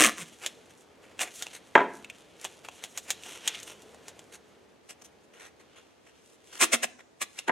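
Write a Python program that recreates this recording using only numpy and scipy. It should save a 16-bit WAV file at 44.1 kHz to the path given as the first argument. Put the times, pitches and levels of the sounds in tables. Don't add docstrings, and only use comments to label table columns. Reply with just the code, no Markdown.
import sys
import numpy as np
from scipy import signal
from scipy.fft import rfft, irfft, next_fast_len
from scipy.io import wavfile
from scipy.ndimage import uniform_filter1d, minimum_filter1d, map_coordinates

SR = 44100
rng = np.random.default_rng(int(sys.argv[2]) if len(sys.argv) > 2 else 0)


def wrap_up_sound(samples):
    columns = np.atleast_2d(samples).T
    tamed = np.clip(columns, -1, 1)
    steps = np.round(tamed * 32767).astype(np.int16)
    wavfile.write(sys.argv[1], SR, steps)


N = 331191

# start_s, relative level_db, crumple_s, knock_db (low end), treble_db
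BUCKLES = [(0.46, -15, 0.018, -6.5, -1.5), (1.19, -20, 0.038, -0.5, -6), (1.421, -19.5, 0.019, -8, 0.5),
           (1.465, -27, 0.0042, 1, -4.5), (2.043, -30, .01, -8, -6.5), (2.097, -27.5, .01, -18, -8),
           (2.411, -35.5, 0.01, -9.5, 9), (2.442, -24.5, 0.0063, 0.5, 6), (2.447, -20, 0.022, 3, -2.5),
           (2.684, -26.5, 0.0065, 7, -5), (2.836, -22.5, 0.027, -3, -2), (2.973, -19, 0.021, -3, 3),
           (3.102, -12, 0.02, -9, 0.5), (3.233, -32.5, 0.0068, -7, -5), (3.26, -32, .022, -1.5, -2.5),
           (3.474, -9.5, 0.013, -13, -2.5), (3.598, -35, .012, -22, 8), (3.628, -30.5, 0.014, -15, 6),
           (3.818, -42, .012, -10, 3), (3.943, -39.5, 0.019, 13, 3), (4.08, -29, .025, 3.5, 1.5),
           (4.19, -35, 0.012, 3, -2.5), (5.018, -40, 0.013, 10, 3), (6.841, -18.5, 0.0069, 10.5, -6),
           (7.387, -21.5, 0.009, -15, -4.5)]
# freq_hz, relative density_db per Hz
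SLIDING_PAPER = [(150, -39), (250, -8), (451, -2), (565, -4), (1190, -4), (1350, -0.5), (1660, -1.5),
                 (3200, -2), (5030, -11), (5780, -4.5), (6750, -4), (10600, -10.5), (14500, -25.5),
                 (15800, -34)]


def amp(db):
    return 10 ** (np.asarray(db) / 20)


def unit(x):
    return x / np.sqrt(np.mean(x ** 2) + 1e-20)


def along(points, hz):
    f, v = np.transpose(points)
    return np.interp(np.log(hz + 1), np.log(f + 1), v)


def curve(rows):
    return np.interp(np.arange(N) / SR, *np.transpose(rows))


def wobble(rate, size):
    return map_coordinates(rng.standard_normal(2048), [np.arange(size) * rate / SR], mode="wrap")


def colour(x, gain_db):
    n = x.shape[-1]
    m = 2 * next_fast_len(n // 2 + 2048)
    cepstrum = irfft(np.log(amp(gain_db(np.fft.rfftfreq(m, 1 / SR))) + 1e-6))
    cepstrum[1:m // 2] *= 2
    cepstrum[m // 2 + 1:] = 0
    return irfft(rfft(x, m) * np.exp(rfft(cepstrum)), m)[..., :n]


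def peak(hz, centre_hz, q):
    return 1 / (1 + (q * (hz / centre_hz - centre_hz / (hz + 1))) ** 2)


def shelf(hz, edge_hz):
    return hz ** 4 / (hz ** 4 + edge_hz ** 4)


def crackle(spread_db, size):
    sizes_db = spread_db * np.clip(rng.standard_normal(size), -3, 3)
    return unit(rng.standard_normal(size) * amp(sizes_db))


def stroke(t, hold, rise, fall):
    before = np.maximum(-t, 0) / rise
    after = np.maximum(t - hold, 0) / fall
    return amp(-20 * (before + after))


def add(track, s, sound):
    start = round(s * SR)
    part = sound[max(-start, 0):max(N - start, 0)]
    track[max(start, 0):][:len(part)] += part


def rips(jitter=.25, size_db=2.5, ripple_db=4.0, drum_q=5):
    # start_s, hold_s, level_db, strip_hz (ripple spacing), drum_hz, drum_db (re rasp)
    pulls = [(.002, 0.061, -16, 587, 248, -15), (0.184, 0.038, -39.5, 513, 171, -10),
             (1.209, 0.022, -28, 810, 350, -21.5), (6.614, .024, -19, 1198, 340, -15),
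             (6.731, .014, -20, 690, 254, -13.5), (6.833, 0.0086, -26, 585, 261, -21),
             (7.217, .010, -29, 1110, 345, -23.5)]
    # freq_hz, relative density_db per Hz
    peel = [(59, -41.5), (100, -23), (271, -8.5), (732, -5.5), (886, -10.5), (1190, -2), (1470, -7),
            (1900, -1.5), (2670, -4), (3740, -9.5), (4720, -16.5), (6090, -7.5), (6920, -8.5), (8550, -7.5),
            (15800, -30)]
    rise_s, fall_s, ease = .006, .013, .45
    slip_rate_hz, slip_slows_s = 367.8, 0.057
    jerky_s = 0.072
    gentle_db, gentle_treble = -21, 0.06
    sag_per_s, drum_lag_s = 3.8, 0.0091
    bass_edge = .68
    body_hz, body_base_db, body_db_per_s = 950, -4, 86.5

    out, t = np.zeros(N), np.arange(-SR // 10, SR // 5) / SR
    for s, hold, db, strip_hz, drum_hz, drum_db in pulls:
        rise, fall = rise_s + ease * hold, fall_s + ease * hold

        slip_hz = slip_rate_hz * np.exp(-hold / slip_slows_s)
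        slips = np.cumsum(slip_hz * np.exp(jitter * wobble(200, size=len(t)))) / SR
        sizes = amp(size_db * rng.standard_normal(512))[slips.astype(int) % 512]
        bursts = unit(sizes * np.exp(-(slips % 1) / .24))
        jerky = np.clip(hold / jerky_s, 0, 1)
        threads = crackle(spread_db=2.5, size=len(t)) * np.sqrt(jerky * bursts ** 2 + 1 - jerky)

        treble_db = gentle_treble * (gentle_db - db)
        body_db = body_base_db + body_db_per_s * hold
        ripple = lambda hz: ripple_db * np.cos(2 * np.pi * hz / strip_hz) * (1 - shelf(hz, edge_hz=1500))
        bass_cut = lambda hz: 20 * np.log10(shelf(hz, bass_edge * drum_hz) + .08)
        tone = lambda hz: (along(peel, hz) + ripple(hz) + body_db * peak(hz, body_hz, q=1.3)
                           + bass_cut(hz) + treble_db * shelf(hz, edge_hz=2500))
        rasp = unit(colour(threads, tone))

        drum = unit(colour(threads, lambda hz: 20 * np.log10(peak(hz, drum_hz, drum_q) + 1e-6)))
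        read_s = hold + (1 - np.exp(-sag_per_s * (t - hold))) / sag_per_s
        drum = np.interp(read_s, t, drum)

        pull = rasp * stroke(t, hold, rise, fall)
        pull = pull + amp(drum_db) * drum * stroke(t - drum_lag_s, hold, rise, fall)
        add(out, s + t[0], amp(db) * pull)
    return out


def snaps(rise=0.0031, level_db=-22, click_db=-1):
    # freq_hz, relative density_db per Hz
    crease = [(88, -55), (150, -18.5), (713, -3), (1280, -9), (1620, -3.5), (2390, -6.5), (2790, -6.5),
              (3590, -2.5), (4540, -10), (5410, -7), (6700, -0.5), (13000, -19.5), (15800, -28.5)]
    out, t = np.zeros(N), np.arange(SR // 12) / SR
    click = np.arange(len(t)) == round(rise * SR)
    for s, db, length, knock_db, treble_db in BUCKLES:
        crease_hz = 3100 + 68.5 * treble_db
        crease_db = 3 - 2.1 * treble_db
        crumple = crackle(spread_db=4.0, size=len(t)) * stroke(t - rise, 0, rise, max(length, .001))
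        flip = crumple / np.linalg.norm(crumple) + amp(click_db) * click
        tone = lambda hz: (along(crease, hz) + crease_db * peak(hz, crease_hz, q=4)
                           + knock_db * (1 - shelf(hz, edge_hz=1600)) + treble_db * shelf(hz, edge_hz=2700))
        add(out, s, amp(db + level_db) * unit(colour(flip, tone)))
    return out


def rubs(ripple_db=3, drag_treble_db=-2):
    # start_s, hold_s, level_db, treble_db
    strokes = [(0.277, 0.0084, -52.5, 5), (.425, 0.036, -43, -5.5), (0.704, 0.0091, -56.5, -3),
               (1.041, 0.066, -58.5, -8), (1.24, .04, -47.5, -5.5), (1.539, 0.024, -45, 3),
               (2.649, 0.0065, -44.5, -7), (3.27, 0.091, -47.5, -3), (3.678, 0.04, -47, 0),
               (4.33, 0.022, -49, 2.5), (4.898, 0.0097, -43, 2), (5.048, 0.0062, -49, 10),
               (5.343, 0.035, -59, -8), (5.409, 0.058, -50.5, -7), (5.601, 0.0097, -58.5, -6),
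               (5.766, 0.027, -54, -10.5), (6.07, 0.023, -59.5, -7), (6.322, 0.026, -65.5, 6.5),
               (6.533, 0.043, -47.5, -0.5), (6.995, 0.0095, -52, -14.5), (7.383, .015, -47.5, 0.5),
               (7.481, 0.0045, -34.5, -15)]
    rise_s, fall_s, ease = 0.0085, .018, 0.46
    drag_db, drag_grows = -30.5, 0.8
    drag_rise_s, drag_fall_s = 0.048, 0.039
    crisp_db = -5

    out, t = np.zeros(N), np.arange(-SR // 4, SR // 4) / SR
    slides = [(s, hold, db, rise_s + ease * hold, fall_s + ease * hold, treble_db)
              for s, hold, db, treble_db in strokes]
    drags = [(s, 0, drag_db + drag_grows * db, drag_rise_s, drag_fall_s, drag_treble_db)
             for s, db, *_, treble_db in BUCKLES if treble_db > crisp_db]
    for s, hold, db, rise, fall, treble_db in slides + drags:
        grip_hz = rng.uniform(1400, 3400)
        grains = crackle(spread_db=6, size=len(t)) * amp(2.5 * wobble(220, size=len(t)))
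        ripple = lambda hz: ripple_db * np.cos(2 * np.pi * hz / grip_hz) * shelf(hz, edge_hz=965)
        tone = lambda hz: along(SLIDING_PAPER, hz) + treble_db * shelf(hz, edge_hz=3400) + ripple(hz)
        friction = unit(colour(grains, tone))
        add(out, s + t[0], amp(db) * friction * stroke(t, hold, rise, fall))
    return out


def rustle(level_db=-2, paper_hz=3000, paper_db=5, thin_db=-8, crinkle_hz=110, crinkle_db=-5.0,
           body_swing_db=4.0, edge_swing_db=4.0):
    # time_s, relative level_db
    handling = [(0.3, -55), (0.72, -64.5), (1.1, -72), (1.38, -45), (1.6, -62), (2.02, -59.5), (2.3, -62),
                (3.51, -50), (3.59, -50), (3.73, -58.5), (4.95, -76), (6.41, -69), (6.54, -58), (6.72, -75),
                (6.96, -84), (7.22, -73), (7.38, -58.5), (7.5, -74.5)]
    whisper = unit(crackle(spread_db=5, size=N) * amp(2 * wobble(70, size=N)))
    crinkles = unit((rng.random(N) < crinkle_hz / SR) * rng.standard_normal(N))
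    tone = lambda hz: (along(SLIDING_PAPER, hz) + paper_db * peak(hz, paper_hz, q=1.4)
                       + thin_db * (1 - shelf(hz, edge_hz=2200)))
    paper = unit(colour(whisper + amp(crinkle_db) * crinkles, tone))
    body = signal.sosfiltfilt(signal.butter(2, 4800, fs=SR, output="sos"), paper)
    edge = paper - body
    body = body * amp(body_swing_db * wobble(7.9, size=N))
    edge = edge * amp(edge_swing_db * wobble(21, size=N))
    return amp(level_db + curve(handling)) * (body + edge)


def knocks(thud_t60=0.047, thud_db=-23, ring_db=-21):
    # start_s, relative level_db
    hits = [(1.7536, -2.5), (1.759, -15.5), (1.777, -17), (1.790, -24.5), (1.803, -22), (1.814, -23.5),
            (7.483, -25), (7.494, -18.5)]
    # freq_hz, relative level_db, t60_s
    modes = [(234, -14.5, 0.12), (357, -7, 0.051), (562.6, -4, 0.044), (690, 3.5, .05), (888, 2.5, 0.046),
             (997.6, 2, 0.074), (1324, 6, 0.02), (1614, 4, 0.03), (2176, -11, 0.027), (2520, -10, 0.035),
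             (3202, -16, 0.027)]
    # freq_hz, relative density_db per Hz
    thud_spectrum = [(35, -55), (60, -24), (448, -2), (648, -2.5), (1330, -4), (1630, -4.5), (1920, -6),
                     (2420, -15.5), (2780, -20.5), (3340, -21.5), (4620, -41), (6530, -36), (15000, -69)]
    out, t = np.zeros(N), np.arange(SR // 2) / SR
    for s, db in hits:
        ring = np.zeros(len(t))
        for k, (hz, level, t60) in enumerate(modes):
            fade = amp(level + rng.normal(0, 0.5) - 60 * t / t60)
            ring += (-1) ** k * fade * np.sin(2 * np.pi * hz * t)
        burst = rng.standard_normal(len(t)) * amp(-60 * t / thud_t60)
        thud = colour(burst, lambda hz: along(thud_spectrum, hz))
        add(out, s, amp(db) * (amp(thud_db) * unit(thud) + amp(ring_db) * unit(ring)))
    return out


def nearby(x):
    # delay_s, level_db
    echoes = [(.0028, -26.5), (.0057, -17.5), (.0093, -16.5)]
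    out = x.copy()
    for delay, db in echoes:
        add(out, delay, amp(db) * x)
    return out


def spread(x):
    t = np.arange(-SR // 200, SR // 200 + 1) / SR
    scatter = rng.standard_normal(len(t)) * amp(-60 * np.abs(t) / .012)
    scatter = scatter - scatter[::-1]
    side = signal.fftconvolve(x, scatter / np.linalg.norm(scatter), "same")
    return np.array([x, side])


def garage(x):
    # freq_hz, t60_s
    decay = [(150, 0.85), (500, 0.34), (1400, 0.46), (3500, 0.27), (7000, 0.82), (14000, 0.067)]
    # freq_hz, relative level_db
    walls = [(100, 0), (400, 3.5), (1500, -4.5), (3500, 4.5), (8000, -15), (15000, 5)]
    hz, t, z = signal.stft(rng.standard_normal((2, SR // 2)), SR, nperseg=256)
    fade = amp(-60 * t / along(decay, hz)[:, None]) * (1 - np.exp(-t / 0.007))
    shaped = z * fade * amp(along(walls, hz))[:, None]
    tail = signal.istft(shaped, SR, nperseg=256)[1]
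    return signal.fftconvolve(x[None], tail / np.linalg.norm(tail[0]), axes=1)[:, :N]


def hush(side_db=-64, boom_hz=450, boom_db=-8):
    # freq_hz, relative density_db per Hz
    mid_spectrum = [(15, -48.5), (25, -18), (50, -13), (75, 2), (100, -1.5), (316, 3.5), (461, 2.5),
                    (604, 1.5), (1090, -6), (1220, -5.5), (1320, -7), (1780, -8), (2030, -9), (4210, -15.5),
                    (6310, -19.5), (13400, -31.5), (15800, -46)]
    # freq_hz, relative density_db per Hz
    side_spectrum = [(15, -40), (25, -19), (299, 4.5), (333, 8), (527, -1.5), (710, 0.5), (981, -5),
                     (7830, -22.5), (12400, -36), (15800, -46.5)]
    # time_s, level_db
    mid_level = [(0, -58.5), (2.4, -59), (3.95, -56), (4.85, -62), (6.1, -63), (7.5, -64.5)]
    air = unit(colour(rng.standard_normal(N), lambda hz: along(mid_spectrum, hz)))
    boom_tone = lambda hz: 20 * np.log10(peak(hz, boom_hz, q=4) + 1e-6)
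    boom = unit(colour(rng.standard_normal(N), boom_tone))
    mid = air + amp(boom_db + 3 * wobble(10, size=N)) * boom
    mid = mid * amp(curve(mid_level) + .9 * wobble(5, size=N))
    side = amp(side_db) * unit(colour(rng.standard_normal(N), lambda hz: along(side_spectrum, hz)))
    return np.array([mid, side])


def scene():
    # time_s, direct_side_db, room_side_db
    width = [(4.749, -27.5, -23.5), (4.8, -4, -3.5)]
    no_bass = lambda x, edge_hz: colour(x, lambda hz: 20 * np.log10(shelf(hz, edge_hz) + 0.014))
    tape = nearby(no_bass(rips() + snaps() + rubs() + rustle(), edge_hz=35))
    roll = no_bass(knocks(), edge_hz=140)
    near = spread(tape + roll)
    room = amp(-20.0) * garage(tape) + amp(-14.5) * garage(roll)
    air = hush()

    s, near_db, room_db = np.transpose(width)
    near_side = near[1] * amp(curve(np.c_[s, near_db]))
    room_side = room[1] * amp(curve(np.c_[s, room_db]))
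    mid = near[0] + room[0] + air[0]
    side = near_side + room_side + air[1]
    return np.array([mid + side, mid - side])


def record(dry):
    ceiling, limit_s, top_hz = .88, .004, 15950
    span = round(limit_s * SR)
    needed = ceiling / np.maximum(np.abs(dry).max(axis=0), ceiling)
    limited = dry * uniform_filter1d(minimum_filter1d(needed, span), span)
    m = next_fast_len(N + SR // 2)
    kept = np.fft.rfftfreq(m, 1 / SR) < top_hz
    return irfft(rfft(limited, m) * kept, m)[:, :N]


dry = scene()
out = record(dry)
wrap_up_sound(out)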